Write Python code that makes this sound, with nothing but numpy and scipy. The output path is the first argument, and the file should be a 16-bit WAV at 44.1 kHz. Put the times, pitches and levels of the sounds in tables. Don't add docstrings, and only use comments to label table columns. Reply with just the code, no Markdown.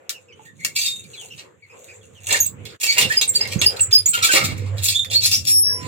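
import sys
import numpy as np
from scipy import signal
from scipy.fft import rfft, irfft
from scipy.io import wavfile
from scipy.ndimage import uniform_filter1d

SR = 44100
rng = np.random.default_rng(int(sys.argv[2]) if len(sys.argv) > 2 else 0)


def int16_out(signal):
    q = np.round(np.clip(np.atleast_2d(signal).T, -1, 1) * 32767)
    wavfile.write(sys.argv[1], SR, q.astype(np.int16))


N = 258867
TIME = np.arange(N) / SR
PORT_LAG = 14
TOP_HZ = 15900


def undb(db):
    return 10 ** (np.asarray(db) / 20)


def unit(x):
    return x / np.sqrt(np.mean(x ** 2))


def band(x, hz, width_hz):
    return signal.lfilter(*signal.iirpeak(hz, hz / width_hz, SR), x)


def double_band(x, hz, width_hz):
    return band(band(x, hz, width_hz), hz, width_hz)


def walk(rate, count):
    k = max(int(SR / rate), 2)
    held = np.repeat(rng.standard_normal(count // k + 1), k)
    return 1.28 * uniform_filter1d(held, k)[:count]


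def ports(x, pan_db, lag=PORT_LAG):
    left = np.roll(x, lag) * undb(pan_db / 2)
    right = x * undb(-pan_db / 2)
    return np.array([left, right])


def walls(x):
    t60_s, echo_db = .13, -0.5
    t = TIME[:SR // 2]
    onset = np.minimum(t / 0.00043, 1)
    tail = rng.standard_normal((2, len(t))) * undb(-60 * t / t60_s) * onset
    tail /= np.sqrt(np.sum(tail ** 2, axis=1, keepdims=True))
    return undb(echo_db) * signal.fftconvolve(x, tail, axes=1)[:, :N]


def town_and_hum():
    # (time [s], hum level [dB], rumble level [dB], murmur level [dB])
    course = [(0.0, -71, -66.5, -54), (0.73, -67.5, -49.5, -61.5), (1.67, -62.5, -63, -59.5),
              (2.6, -36.5, -48.5, -53.5), (2.91, -70, -57, -58), (3.06, -40, -36, -42),
              (3.24, -51.5, -54.5, -56.5), (3.64, -29, -36.5, -44.5), (3.74, -46, -45.5, -44),
              (3.89, -33, -64, -47.5), (4.12, -48, -53, -59), (4.22, -38, -43.5, -60), (4.3, -71, -55, -38),
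              (4.45, -32.5, -28, -59.5), (4.76, -28.5, -49, -47.5), (4.97, -41.5, -50.5, -54),
              (5.4, -31, -42.5, -62), (5.87, -41, -38.5, -45)]
    # (frequency [Hz], level [dB])
    spectrum = [(18, -48), (30, -21), (98, 16), (394, -3.5), (512, -1), (616, -14.5), (1130, -18.5),
                (2480, -20), (5040, -43.5), (7470, -20), (8980, -44), (13700, -50), (16000, -54)]
    hum_hz, hum_width_hz = 97, 11
    patchy_db = 5
    s, *columns = np.transpose(course)
    hum_db, rumble_db, murmur_db = (np.interp(TIME, s, c) for c in columns)

    hz = np.maximum(np.fft.rfftfreq(N, 1 / SR), 1)
    spectrum_hz, spectrum_db = np.transpose(spectrum)
    colour = undb(np.interp(np.log(hz), np.log(spectrum_hz), spectrum_db))
    side_width = np.clip(hz / 620.0, .6, 1)
    mid, side = (rfft(rng.standard_normal(N)) * colour * w for w in (1, side_width))
    pair = mid + side * np.array([[1], [-1]])
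    low = 1 / (1 + (hz / 350) ** 4)

    rumble_flicker_db, murmur_flicker_db = [3 * walk(10, count=N) for _ in range(2)]
    rumble = unit(irfft(pair * low / (1 + (125 / hz) ** 2), N))
    rumble = rumble * undb(rumble_db + rumble_flicker_db + np.array([[-4.0], [3.0]]))

    murmur = np.zeros((2, N))
    for centre_hz in 350 * 2 ** np.arange(0, 5.5, .4):
        bell = np.exp(-(np.log2(hz / centre_hz) / .3) ** 2)
        murmur += irfft(pair * (1 - low) * bell, N) * undb(patchy_db * walk(14, count=N))
    murmur = unit(murmur) * undb(murmur_db + murmur_flicker_db + 5.0)

    hum = band(rng.standard_normal(N), hum_hz, hum_width_hz)
    hum = unit(band(hum, hum_hz, 4 * hum_width_hz))
    return rumble + murmur + hum * undb(hum_db + np.array([[-3.5], [2.0]]))


def sparrows():
    # (time [s], length [s], start pitch [Hz], end pitch [Hz], level [dB])
    chirps = [(0.282, 0.057, 2750, 2035, -49), (0.13, 0.069, 2890, 2515, -43),
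              (0.451, 0.081, 1856, 1795, -47), (0.324, 0.016, 3030, 2920, -40.5),
              (0.59, 0.15, 2140, 2170, -39), (1.048, 0.019, 2520, 2440, -46.5),
              (1.131, 0.038, 3020, 2050, -41), (1.132, 0.042, 4200, 3780, -40.5),
              (1.169, 0.088, 3594, 2476, -38), (1.301, 0.061, 3005, 2640, -38.5),
              (1.621, 0.046, 2270, 2150, -46.5), (1.695, 0.05, 2495, 2680, -47.5),
              (1.881, 0.056, 2480, 2463, -42.5), (2.01, 0.046, 3640, 2430, -55.5),
              (2.148, 0.073, 3260, 2280, -49.5)]
    out = np.zeros(N)
    for s, length, start_hz, end_hz, db in chirps:
        i, n = int(s * SR), int(length * SR)
        x = np.arange(n) / n
        hz = (start_hz + (end_hz - start_hz) * x) * (1 + .035 * walk(500, count=n))
        phase = 2 * np.pi * np.cumsum(hz) / SR
        swell = np.sin(np.pi * x ** 0.57)
        out[i:i + n] += undb(db) * swell * (np.sin(phase) + 0.18 * np.sin(2 * phase))
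    return ports(out, 0)


def grit(spread_db):
    size = np.minimum(rng.exponential(size=N), 7)
    return unit(rng.standard_normal(N) * undb(spread_db * size + 2.5 * walk(250, count=N)))


def iron(clicks):
    # (frequency [Hz], half-width [Hz], relative level [dB])
    resonances = [(704, 420, 0.5), (2140, 108, 7), (2541, 194, 0), (2700, 64, 7), (3890, 560, -3),
                  (4520, 1520, -3), (7164, 690, -5.5), (7640, 1730, -9.5), (11680, 3220, 0)]
    sway_db = 2.5
    rung = []
    for hz, half_width_hz, db in resonances:
        level = undb(db + sway_db * walk(60, count=N))
        rung.append(level * double_band(clicks, hz, 2 * half_width_hz))
    return [unit(sum(part)) for part in (rung[:2], rung[2:6], rung[6:8], rung[8:])]


def rustle():
    # (time [s], level [dB])
    rustle_levels = [(0, -80), (.5, -65), (.83, -36), (.95, -53), (1.27, -43), (1.4, -47), (1.44, -85.5),
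                     (1.82, -56.5), (1.97, -56), (2.22, -54.5), (2.3, -32), (2.48, -39.5), (2.52, -79),
                     (2.74, -58), (2.8, -40), (2.83, -99)]
    _, frame, upper, top = iron(grit(spread_db=6.0))
    level = undb(np.interp(TIME, *np.transpose(rustle_levels)) + 4.3 * walk(12, count=N))
    return ports(level * (upper + undb(-6.0) * frame + undb(-11.5) * top), 0)


def thumps():
    # (time [s], level [dB], pitch [Hz], time to fall by 60 dB [s])
    thump_table = [(.394, -41, 875, 0.13), (3.559, -9.5, 161, 0.038), (4.09, -33.5, 183, 0.046),
                   (4.336, -20.5, 303, 0.043), (4.523, -20, 106, 0.05)]
    out = np.zeros((2, N))
    for s, db, hz, t60 in thump_table:
        i = int(s * SR)
        t = TIME[:SR // 4]
        thump = undb(db - 60 * t / max(t60, .01)) * np.sin(2 * np.pi * hz * t)
        out[:, i:i + len(t)] += ports(thump, -10.0)
    return out


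def knocks():
    # (time [s], rise [s], hold [s], time to fall by 60 dB [s],
    # level [dB], brightness [dB], contact ring [Hz])
    contacts = [(.094, 0.00082, .001, 0.066, -27.5, 6, 1700),
                (.648, 0.00037, 0.0016, 0.021, -25.5, 6, 1640), (0.752, 0.012, 0.11, 0.13, -34, 6, 4580),
                (1.376, 0.0081, 0.0097, .15, -39, -4.5, 3030),
                (2.264, 0.083, 0.024, 0.094, -24.5, -6.5, 1874), (2.413, .0025, 0.041, 0.1, -63, 13, 6860),
                (2.453, 0.0023, 0.0063, 0.032, -40.5, 1, 7400),
                (2.653, 0.002, 0.0031, 0.26, -39.5, -2.5, 3560), (2.8, 0.0013, 0.029, 0.22, -36, 10, 2390),
                (2.83, 0.0034, 0.058, 0.26, -22.5, 0, 3170), (2.952, 0.027, 0.012, 0.18, -21, -7.5, 2410),
                (2.981, 0.0015, 0.0086, 0.048, -20.5, 5.5, 2490),
                (3.012, 0.00071, 0.0064, .13, -16.5, -5, 3610),
                (3.085, 0.013, 0.085, 0.062, -32.5, -1.5, 3200),
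                (3.213, 0.00088, 0.019, 0.073, -20.5, 0, 3840), (3.261, .004, 0.02, 0.13, -47, -11.5, 8300),
                (3.332, 0.011, 0.038, 0.11, -36, -1, 7600), (3.393, 0.013, 0.021, 0.15, -30.5, -8, 2220),
                (3.475, 0.00091, 0.012, 0.69, -36, -1.5, 3180),
                (3.614, 0.0021, 0.0038, 0.19, -22, -1.5, 3460),
                (3.764, 0.0034, .003, 0.044, -32.5, -6, 4160),
                (3.793, 0.0029, 0.0076, 0.015, -30.5, -4.5, 2690),
                (3.91, 0.0034, 0.029, 0.21, -29.5, -0.5, 3650),
                (4.058, .0016, 0.018, 0.14, -39, -2.5, 7260), (4.13, 0.012, .009, 0.033, -19, 4.5, 3010),
                (4.171, .0045, .012, 0.26, -26, -6, 2540), (4.222, 0.011, 0.017, 0.054, -20, 4.5, 3920),
                (4.27, .002, 0.0042, 0.088, -20, -3, 3130), (4.299, 0.026, 0.031, 0.056, -22, 4, 2500),
                (4.335, 0.0015, 0.037, 0.59, -22, -7, 1310),
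                (4.435, 0.016, 0.0059, 0.024, -25.5, 7.5, 4200),
                (4.576, 0.0023, 0.0044, 0.017, -48.5, 9.5, 3070),
                (4.768, 0.0039, 0.056, 0.32, -44, 3.5, 3970), (4.823, 0.015, 0.025, 0.18, -33, 11, 4400),
                (4.87, 0.018, 0.0088, .21, -28, 2.5, 4650),
                (5.047, 0.00096, 0.0008, 0.014, -34.5, -5, 1970),
                (5.099, 0.04, 0.013, 0.26, -27.5, 3.5, 4060), (5.206, 0.03, 0.021, 0.21, -24.5, 5.5, 5350),
                (5.312, 0.0077, 0.011, 0.21, -26.5, 4, 5380), (5.44, 0.032, 0.024, 0.23, -35, 6, 4750),
                (5.788, .067, .055, .1, -39, -2, 2280)]
    # level, and dB gained per dB of brightness
    part_db, part_slope = np.array([-14.5, -1, -3, -9]), np.array([-1.72, 0.23, 0.99, 1.2])
    rasp_db, rasp_spread, rasp_width = 1.5, 0.4455, 0.027
    tick_db, tick_s, sharp_s = 24, .0005, .002
    stutter_db = 3.5

    clicks = grit(spread_db=3.8)
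    parts = [ports(part, 0, lag) for part, lag in zip(iron(clicks), (20, 12, 17, 9))]
    out = np.zeros((2, N))
    scatter = np.exp(rasp_spread * np.clip(rng.standard_normal((len(contacts), 6)), -2, 1.5))
    for (s, rise, hold, t60, db, bright_db, hz), ratios in zip(contacts, scatter):
        i = int(s * SR)
        t = TIME[:min(SR // 2, N - i)]
        n = len(t)
        at = slice(i, i + n)
        shape = np.minimum(t / rise, 1) * undb(-60 * np.maximum(t - rise - hold, 0) / t60)
        shape *= 1 + 0.88 * np.exp(-t / 0.0034)
        shape *= undb(stutter_db * walk(40.3, count=n) * np.minimum(t / 0.021, 1))

        tick = band(np.sign(rng.standard_normal(n)), 4500.0, 8000.)
        tick = tick * np.exp(-t / tick_s - rise / sharp_s)
        out[:, at] += ports(undb(db + tick_db) * tick, 0)

        spot = ports(3.5 * double_band(clicks[at], hz, .3 * hz), 0)
        rasp = np.zeros(n)
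        for ring_hz in np.minimum(hz * ratios, TOP_HZ):
            ring = band(clicks[at], ring_hz, rasp_width * ring_hz)
            rasp += undb(6.24 * walk(48.3, count=n)) * ring
        spot = spot + ports(undb(rasp_db) * rasp, 0, lag=16)

        gains = undb(part_db + bright_db * part_slope)
        rung = sum(gain * part[:, at] for gain, part in zip(gains, parts))
        out[:, at] += undb(db) * shape * (spot + rung)
    return out


def slip(hz, db, second_db):
    n = len(hz)
    t = TIME[:n]
    short = min(0.087 * SR / n, 1)
    tremble = .003 if 4500 < hz.min() < 5700 else .022
    phase = 2 * np.pi * np.cumsum(hz * (1 + tremble * short * walk(400, count=n))) / SR
    tone = undb(db) * np.sin(phase)
    tone += undb(second_db) * np.sin(2 * phase) * (2 * hz.max() < TOP_HZ + 900)
    tone += undb(second_db - 12.0) * np.sin(3 * phase) * (3 * hz.max() < TOP_HZ)
    edge = np.clip(np.minimum(t, t[-1] - t) / 0.00083, 0, 1)
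    throb = undb(3.5 * short * walk(140, count=n))
    return np.sqrt(2) * tone * edge * throb


def squeaks():
    # (time [s], rise [s], fall [s], start rate [Hz], settled rate [Hz],
    # peak level [dB], second partial relative to the first [dB])
    squeak_table = [(.76, 0.013, .12, 2257, 2360, -28.5, -1), (.785, 0.017, 0.085, 6360, 6160, -27, -30),
                    (.79, .03, .06, 4500, 4620, -23, -30), (.84, 0.052, 0.15, 3760, 3693, -22.5, -6),
                    (2.33, 0.023, 0.026, 1655, 1910, -20.5, -24),
                    (2.401, 0.0048, 0.062, 6734, 6510, -14, -3),
                    (2.461, 0.0037, 0.02, 7600, 7370, -12.5, -11),
                    (2.875, 0.02, 0.069, 2272, 2248, -17.5, 5),
                    (3.029, 0.02, 0.049, 2965, 2750, -20.5, -33), (3.1, 0.025, .055, 1584, 1986, -19, -27),
                    (3.17, 0.0091, 0.0099, 5016, 4900, -6.5, -18.5),
                    (3.277, 0.0094, 0.017, 8340, 8730, -11.5, -40),
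                    (3.29, 0.004, 0.033, 7300, 7460, -9.5, -19),
                    (3.351, 0.0096, 0.015, 7260, 7120, -12.5, -38),
                    (3.35, 0.01, 0.047, 4570, 4570, -16.5, -13.5),
                    (3.41, 0.0057, 0.027, 4950, 5000, -16, -42), (3.591, 0.016, .02, 6430, 6600, -24, -30),
                    (3.631, .016, 0.068, 2684, 2890, -21.5, -18),
                    (3.662, 0.0045, 0.033, 4794, 5130, -2.5, -13.5),
                    (3.806, 0.0032, 0.051, 7870, 7780, -6, -27),
                    (3.819, 0.016, 0.048, 7250, 7200, -23, -19), (3.918, 0.014, .03, 6770, 6800, -23, -30),
                    (3.927, 0.012, .03, 4974, 5034, -3, -18), (3.95, 0.013, 0.013, 4950, 4964, -3.5, -17.5),
                    (3.975, 0.014, 0.022, 4900, 4930, -13.5, -9.5),
                    (4.058, 0.0057, 0.0082, 7080, 7030, -3.5, -13),
                    (4.075, 0.027, 0.042, 7200, 7480, -17, -18),
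                    (4.085, 0.0061, 0.028, 7440, 8210, -8, -17), (4.129, 0.019, 0.066, 1430, 1410, -22, -7),
                    (4.215, 0.028, 0.051, 1366, 1332, -19.5, -17),
                    (4.225, 0.0267, 0.014, 2390, 2330, -19.5, -32),
                    (4.29, 0.021, 0.01, 1610, 1515, -17, -10.5), (4.945, 0.035, .03, 3360, 3660, -18.5, -9),
                    (4.992, 0.0047, 0.095, 3604, 3590, -17, -10),
                    (5.1, 0.045, 0.013, 3360, 3610, -26.5, -4), (5.142, 0.018, .1, 4020, 4430, -12, -27),
                    (5.15, 0.027, .05, 4300, 4620, -19, -27), (5.228, 0.026, 0.052, 3860, 4375, -18, -23),
                    (5.235, .02, 0.052, 4700, 5100, -18.5, -30),
                    (5.33, 0.016, 0.069, 5300, 5900, -20.5, -30),
                    (5.322, 0.014, 0.079, 4275, 5410, -14, -36),
                    (5.66, 0.044, 0.037, 1675, 1705, -35.5, -36), (5.709, 0.16, .1, 994, 1006, -40.5, -6)]
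    # (time [s], slip rate [Hz], level [dB], second partial level [dB])
    squeal = [(5.46, 5519, -41.5, -64), (5.474, 5491, -24.5, -16.5), (5.586, 5490, -16.5, -11),
              (5.614, 5493, -36, -15), (5.636, 5466, -20, -17), (5.668, 5470, -16, -22),
              (5.756, 5462, -25.5, -32), (5.822, 5462, -43, -75), (5.84, 5469, -53, -67)]
    start_db, end_db = -8, -29
    settle_s = .014
    out = np.zeros(N)
    for s, rise, fall, start_hz, end_hz, peak_db, second_db in squeak_table:
        i = int(s * SR)
        t = TIME[:min(int((rise + fall) * SR), N - i)]
        db = peak_db + np.interp(t, [0, rise, rise + fall], [start_db, 0, end_db])
        hz = end_hz + (start_hz - end_hz) * np.exp(-t / settle_s)
        out[i:i + len(t)] += slip(hz, db, db + second_db)
    s, *columns = np.transpose(squeal)
    i, j = int(s[0] * SR), int(s[-1] * SR)
    out[i:j] += slip(*(np.interp(TIME[i:j], s, c) for c in columns))
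    return ports(out, -2.1)


def scene():
    # (time [s], balance setting, half added left and half taken right [dB])
    turn = [(0, -1.5), (1.6, 0.5), (2.6, -3.5), (3.6, -1), (5.0, -2.5), (5.7, 6), (5.87, -7)]
    dip_s, dip_width_s, dip_db = 2.785, .016, -25
    background, birds = town_and_hum(), sparrows()
    near = rustle() + thumps() + knocks()
    slips = squeaks()
    echo = walls(near + undb(-5) * slips + undb(1.0) * birds)
    close = near + slips + birds + echo
    turn_db = np.interp(TIME, *np.transpose(turn))
    sound = close * undb(np.array([turn_db, -turn_db]) / 2) + background
    return sound * undb(dip_db * np.exp(-((TIME - dip_s) / dip_width_s) ** 2))


def record(dry):
    bass_cut = signal.butter(3, 65., "high", fs=SR, output="sos")
    thin = signal.sosfilt(bass_cut, dry)
    rounded = .62 * np.tanh(thin / .62)
    top_cut = signal.ellip(10, .2, 70, TOP_HZ, fs=SR, output="sos")
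    return signal.sosfilt(top_cut, rounded)


dry = scene()
out = record(dry)
int16_out(out)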